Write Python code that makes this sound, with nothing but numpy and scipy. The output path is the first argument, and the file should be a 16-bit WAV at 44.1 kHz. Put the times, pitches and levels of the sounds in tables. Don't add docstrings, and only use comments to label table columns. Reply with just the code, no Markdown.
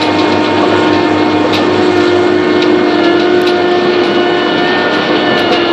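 import sys
import numpy as np
from scipy import signal
from scipy.io import wavfile
from scipy.ndimage import uniform_filter1d, minimum_filter1d

SR = 44100
rng = np.random.default_rng(int(sys.argv[2]) if len(sys.argv) > 2 else 0)


def wrap_up_sound(samples):
    columns = np.atleast_2d(samples).T
    tamed = np.clip(columns, -1, 1)
    steps = np.round(tamed * 32767).astype(np.int16)
    wavfile.write(sys.argv[1], SR, steps)


N = 252363

FIRING_HZ = 102.09
BEAT_HZ, BEAT_TOP_S, SECOND_ROTOR_DB = 4.95, .15, -5
# level at first/dB, loss/dB, t halfway/s, t spread/s
FIRING_SHADE = (-29.5, 9.5, 2.5, 0.15)
# multiple of firing rate, level at first/dB, loss/dB (negative: gain), t halfway/s, t spread/s
PUMP_LINES = [(6.0, -28.5, -1, 4, 0.23), (9.0, -20.5, 13.5, 2.02, 0.22), (24.0, -29, 8.5, 1.35, 0.22)]
# t/s, level/dB
PUMP_HUM = [(0, -17), (1.4, -15), (2.2, -18), (2.64, -14), (3.15, -15.5), (3.96, -27.5), (4.4, -21),
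            (4.84, -27.5), (5.28, -19), (5.72, -33)]
ENGINE_ORDERS = [5 / 3, 2, 4, 13 / 3, 14 / 3, 5, 20 / 3, 7, 12, 14, 18, 21, 33]
ENGINE_ORDERS_DB = [-37, -33, -30.5, -29.5, -27.5, -32, -32.5, -34.5, -34.5, -41, -38.5, -38.5, -44.5]

# t/s, piston rate f/Hz, level/dB of its multiples 1, 2, 4, 5
ROTARY = [(0, 355.2, -34, -25.5, -40, -37.5), (.22, 359.2, -19, -25, -35, -41),
          (.44, 361, -19.5, -25.5, -27, -33), (.57, 362.2, -21, -37, -39, -45),
          (.83, 359.5, -16.5, -24.5, -22, -31), (1.03, 353.3, -16.5, -27, -39, -25.5),
          (1.3, 363, -24.5, -25, -33.5, -41), (1.45, 351.5, -31, -27, -39, -32),
          (1.6, 354.5, -16, -41, -36, -25.5), (1.8, 364, -14, -21, -38, -34),
          (2.03, 354, -11.5, -27, -22.5, -26.5), (2.24, 357.1, -10.5, -26.5, -29, -34),
          (2.45, 361, -14, -35, -35, -27.5), (2.64, 357.5, -14.5, -32, -26.5, -27.5),
          (2.78, 360.7, -14, -25.5, -41, -38.5), (3.08, 343.8, -11, -21.5, -24, -21),
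          (3.32, 358.5, -11, -25, -29.5, -37), (3.6, 355, -12.5, -20.5, -26, -27),
          (3.76, 356.5, -12, -18, -36, -27.5), (3.93, 358, -11.5, -38, -25, -28),
          (4.09, 350.3, -14, -28, -38, -36), (4.3, 354.9, -15, -21, -33, -24.5),
          (4.55, 352.6, -18, -24.5, -26, -24), (4.73, 362.3, -18.5, -23, -26, -19.5),
          (4.94, 357.7, -29, -26, -20.5, -23.5), (5.18, 355.9, -19.5, -20.5, -37, -29.5),
          (5.33, 354.5, -21, -21, -27.5, -18.5), (5.5, 344.7, -16, -23.5, -27, -32),
          (5.72, 344, -12, -29, -29, -26)]
# multiple, level halfway through/dB, change as the microphone nears the drive/(dB/s)
WHINE = [(3.0, -33, .1), (6.0, -37, -1.5), (8.0, -46, 4.5)]
FADE_DB, FADE_RATE_HZ = 3, 2.5
GEAR_RATIO = 2.085
# t/s, level of mesh multiple 2/dB, of mesh multiple 4/dB
GEARS = [(0, -48, -51), (1.7, -38, -51), (2.45, -30, -39.5), (2.86, -32, -49), (3.08, -33, -24),
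         (3.35, -25, -45), (3.74, -39, -37.5), (4.18, -24, -27.5), (4.4, -26, -29.5), (4.62, -35, -26.5),
         (4.84, -33, -33), (5.1, -27.5, -30), (5.3, -29, -25), (5.5, -25, -24.5), (5.72, -39, -26)]
# multiple, level re multiple 4/dB
MESH_DB = [(1, -3), (3, -6), (5, -9), (6, -12)]

# f/Hz, level per Hz/dB
ROAR_SPECTRUM = [(30, -48.5), (86, -23), (170, -13.5), (300, -1.5), (480, -8), (590, -10), (707, -8),
                 (900, -12), (1460, -15), (1940, -21), (3740, -19), (4700, -28), (5900, -41), (8500, -24.5)]
# loss/dB (negative: gain), t halfway/s, t spread/s
ROAR_SHADE = [(-1.0, 4.4, .4), (2, 1.8, .3), (0.5, 1.7, .3), (6.5, 2.46, 0.27)]
ROAR_SWAY_DB, ROAR_SWAY_RATE_HZ = 1.5, 1.3

# t/s, drive level/dB, t60/s, drive level of the bright edge/dB
CLANKS = [(.009, -2, 0.23, -57), (.183, -4, 0.16, -92), (.317, -8, .18, -57), (.439, -8.5, .2, -90),
          (.925, -7, 0.22, -90), (1.526, -3, 0.14, -62), (1.537, -7.5, 0.16, -26), (1.552, -9.5, 0.19, -35),
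          (1.969, -14, .15, -36), (2.0, -13, .2, -43), (2.619, -2, .11, -78), (2.896, -14, .22, -87),
          (3.034, -6.5, .2, -53), (3.192, -8, .18, -80), (3.466, -2, .17, -27), (4.032, -8.5, .18, -47),
          (4.14, -14, 0.22, -45), (4.57, -11.5, .2, -85), (4.668, -13, .23, -71), (4.782, -19, .2, -61),
          (4.93, -6, 0.18, -85), (5.37, -7, .2, -36), (5.393, -23, .12, -32), (5.513, 0, 0.19, -34)]
# f/Hz, width/Hz, level/dB
STEEL = [(2040, 220, -3.5), (2560, 430, 1.5), (3080, 110, 1), (3220, 280, 0), (3960, 560, 3.5),
         (5000, 1380, -5.5), (6060, 1500, -11.5), (7420, 1800, -21)]
RISE_S_AT_210MS = 0.0057
EDGE_T60_S = .07

# t/s, level before breaking up/dB
PINGS = [(.01, -42), (1.556, -53), (3.49, -46), (4.03, -46), (4.94, -50), (5.41, -55), (5.52, -51)]
PING_HZ, PING_T60_S = 10400, .3

# t/s, drive level/dB
KNOCKS = [(.08, -8.5), (.623, -5), (1.439, -8.5), (2.99, -15), (3.849, -9.5), (4.169, -6), (5.096, -6.5),
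          (5.508, -3)]
# f/Hz, level/dB, t60/s
TUBE = [(300.4, -1.5, 0.3), (501, 4.5, 0.11), (606, -1, 0.084), (710, -1, 0.14), (930, -13, 0.04),
        (1118, -2.5, .07), (1330, -12.5, 0.044)]

# t/s, peak level/dB
TICKS = [(.3275, -26), (.6815, -29), (1.5445, -14), (1.5535, -18), (1.9755, -26), (2.7824, -31),
         (3.0436, -24), (3.1034, -37), (3.2496, -31), (3.4172, -4), (3.9939, -36), (4.3974, -32),
         (4.7926, -28), (5.3693, -27), (5.3937, -9), (5.5143, -21)]

CEILING = 1.0
CUTOFF_HZ = 15800


def amp(db):
    return 10 ** (np.asarray(db) / 20)


def in_time(rows):
    s, *columns = np.transpose(rows)
    return [np.interp(np.arange(N) / SR, s, column) for column in columns]


def drift(rate_hz):
    r = np.exp(-2 * np.pi * rate_hz * 40 / SR)
    noise = rng.standard_normal(N // 40 + 2002)
    slow = signal.lfilter([1], [1, -2 * r, r * r], noise)[2000:]
    return np.interp(np.arange(N) / 40, np.arange(len(slow)), slow / slow.std())


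def sink(lost_db, halfway_s, spread_s):
    t = np.arange(N) / SR
    return -lost_db * (1 + np.tanh((t - halfway_s) / (2 * max(spread_s, .02)))) / 2


def partial(turns, db, waver_db, wobble_rad):
    phase = 2 * np.pi * (turns + rng.random()) + wobble_rad * drift(9.7)
    return np.sqrt(2) * amp(db + waver_db * drift(12.3)) * np.sin(phase)


def resonate(x, hz, width_hz):
    r = np.exp(-np.pi * width_hz / SR)
    b = np.array([1, 0, -1]) * (1 - r * r) / 2
    a = [1, -2 * r * np.cos(2 * np.pi * hz / SR), r * r]
    return signal.lfilter(b, a, x + 1e-18)


def ring(drive, hz, t60):
    r, w = amp(-60 / (t60 * SR)), 2 * np.pi * hz / SR
    return signal.lfilter([0, np.sin(w)], [1, -2 * r * np.cos(w), r * r], drive + 1e-18)


def clicks(rows):
    out, rows = np.zeros(N), np.array(rows)
    out[(rows[:, 0] * SR).astype(int)] = amp(rows[:, 1])
    return out


def engine():
    t = np.arange(N) / SR
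    turns = FIRING_HZ * t
    second_turns = turns - BEAT_HZ * (t - BEAT_TOP_S)
    first_db, *shade = FIRING_SHADE
    rotors = np.cos(2 * np.pi * turns) + amp(SECOND_ROTOR_DB) * np.cos(2 * np.pi * second_turns)
    out = np.sqrt(2) * amp(first_db + sink(*shade)) * rotors
    out += partial(3 * turns, in_time(PUMP_HUM)[0], .6, .2)
    for order, db, *shade in PUMP_LINES:
        out += partial(round(order) * turns, db + sink(*shade) + 2.0 * drift(1.0), 0.34, 0.14)
    for order, db in zip(ENGINE_ORDERS, ENGINE_ORDERS_DB):
        out += partial(order * turns, db, 2.63, 0.48)
    return out


def rotary():
    hz, *motor_db = in_time(ROTARY)
    turns = np.cumsum(hz) / SR
    since_middle = (np.arange(N) - N / 2) / SR
    out = np.zeros(N)
    for k, db in zip([1, 2, 4, 5], motor_db):
        out += partial(k * turns, db, 1.5, 0.09 * k)
    for k, db, db_per_s in WHINE:
        line_db = db + db_per_s * since_middle + FADE_DB * drift(FADE_RATE_HZ)
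        out += partial(round(k) * turns, line_db, 0.83, 0.11 * round(k))
    second_db, fourth_db = in_time(GEARS)
    mesh = [(2, second_db), (4, fourth_db)] + [(k, fourth_db + db) for k, db in MESH_DB]
    for k, db in mesh:
        out += partial(k * GEAR_RATIO * turns, db + 2 * drift(45), 1, .6 * k)
    return out


def roar():
    slow_db = [sink(*shade) + ROAR_SWAY_DB * drift(ROAR_SWAY_RATE_HZ) for shade in ROAR_SHADE]
    knots, levels = np.transpose(ROAR_SPECTRUM)
    white = rng.standard_normal((2, N))
    turns = FIRING_HZ * np.arange(N) / SR
    pulse = np.cos(2 * np.pi * turns)
    lope = np.cos(2 * np.pi * turns / 3)
    rattle_db = 0.27 * drift(3.9) + 0.7 * drift(25) + .5 * pulse
    edges = 28 * 2 ** (np.arange(26) / 3)
    out = np.zeros(N)
    for k, (low, high) in enumerate(zip(edges, edges[1:])):
        place = np.log(low * high) / 2
        band_filter = signal.butter(3, [low, high], "band", fs=SR, output="sos")
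        band = signal.sosfilt(band_filter, white[k % 2])
        shares = [np.interp(place, np.log([200, 750, 3800, 7800]), row) for row in np.eye(4)]
        db = np.dot(shares, slow_db) + 1.44 * drift(11.7) + 1.8 * shares[3] * drift(30)
        db += (shares[2] + shares[3]) * rattle_db + 1.1 * shares[0] * lope
        out += band * amp(np.interp(place, np.log(knots), levels) + db)
    out = signal.sosfilt(signal.cheby2(5, 45, 9900, fs=SR, output="sos"), out)
    return amp(-15.0) * out / out.std()


def clanks():
    t, body, edge = np.arange(N) / SR, np.zeros(N), np.zeros(N)
    for s, db, t60, edge_db in CLANKS:
        age = np.maximum(t - s, 0)
        rise = 1 - np.exp(-age / (RISE_S_AT_210MS * (t60 / 0.21) ** 2))
        body += rise * amp(db - 60 * age / t60)
        edge += rise * amp(edge_db - 60 * age / EDGE_T60_S)
    contacts = amp(3 * np.minimum(rng.exponential(1, N), 4) + 1.2 * drift(150))
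    noise = rng.standard_normal((2, N)) * contacts / np.sqrt(np.mean(contacts ** 2))
    steel = np.zeros(N)
    for k, (hz, width, db) in enumerate(STEEL):
        steel += (-1) ** k * amp(db) * resonate(body * noise[0], hz, width)
    steel = signal.sosfilt(signal.cheby2(8, 45, 9600, fs=SR, output="sos"), steel)
    edge_filter = signal.butter(3, [8000, 15400], "band", fs=SR, output="sos")
    return steel + signal.sosfilt(edge_filter, edge * noise[1])


def pings():
    breakup = np.clip(1.2 + drift(30), 0, 1.5)
    return ring(clicks(PINGS), PING_HZ, PING_T60_S) * breakup


def knocks():
    swell = signal.lfilter(np.hanning(500) / np.sqrt(500), [1], clicks(KNOCKS))
    push = swell * rng.standard_normal(N)
    tube = sum(amp(db) * ring(push, hz, t60) for hz, db, t60 in TUBE)
    return signal.sosfilt(signal.butter(2, [150, 1800], "band", fs=SR, output="sos"), tube)


def ticks():
    return signal.sosfilt(signal.butter(1, 40, "high", fs=SR, output="sos"), clicks(TICKS))


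def scene():
    return (engine() + rotary() + roar() + clanks() + pings() + knocks() + ticks())[None]


def record(dry):
    over_db = np.minimum(0, 20 * np.log10(CEILING / (abs(dry) + 1e-9)))
    held_db = minimum_filter1d(over_db, size=161)
    gain_db = uniform_filter1d(uniform_filter1d(held_db, size=80), size=80)
    return signal.sosfilt(signal.cheby2(12, 70, CUTOFF_HZ, fs=SR, output="sos"), dry * amp(gain_db))


dry = scene()
out = record(dry)
wrap_up_sound(out)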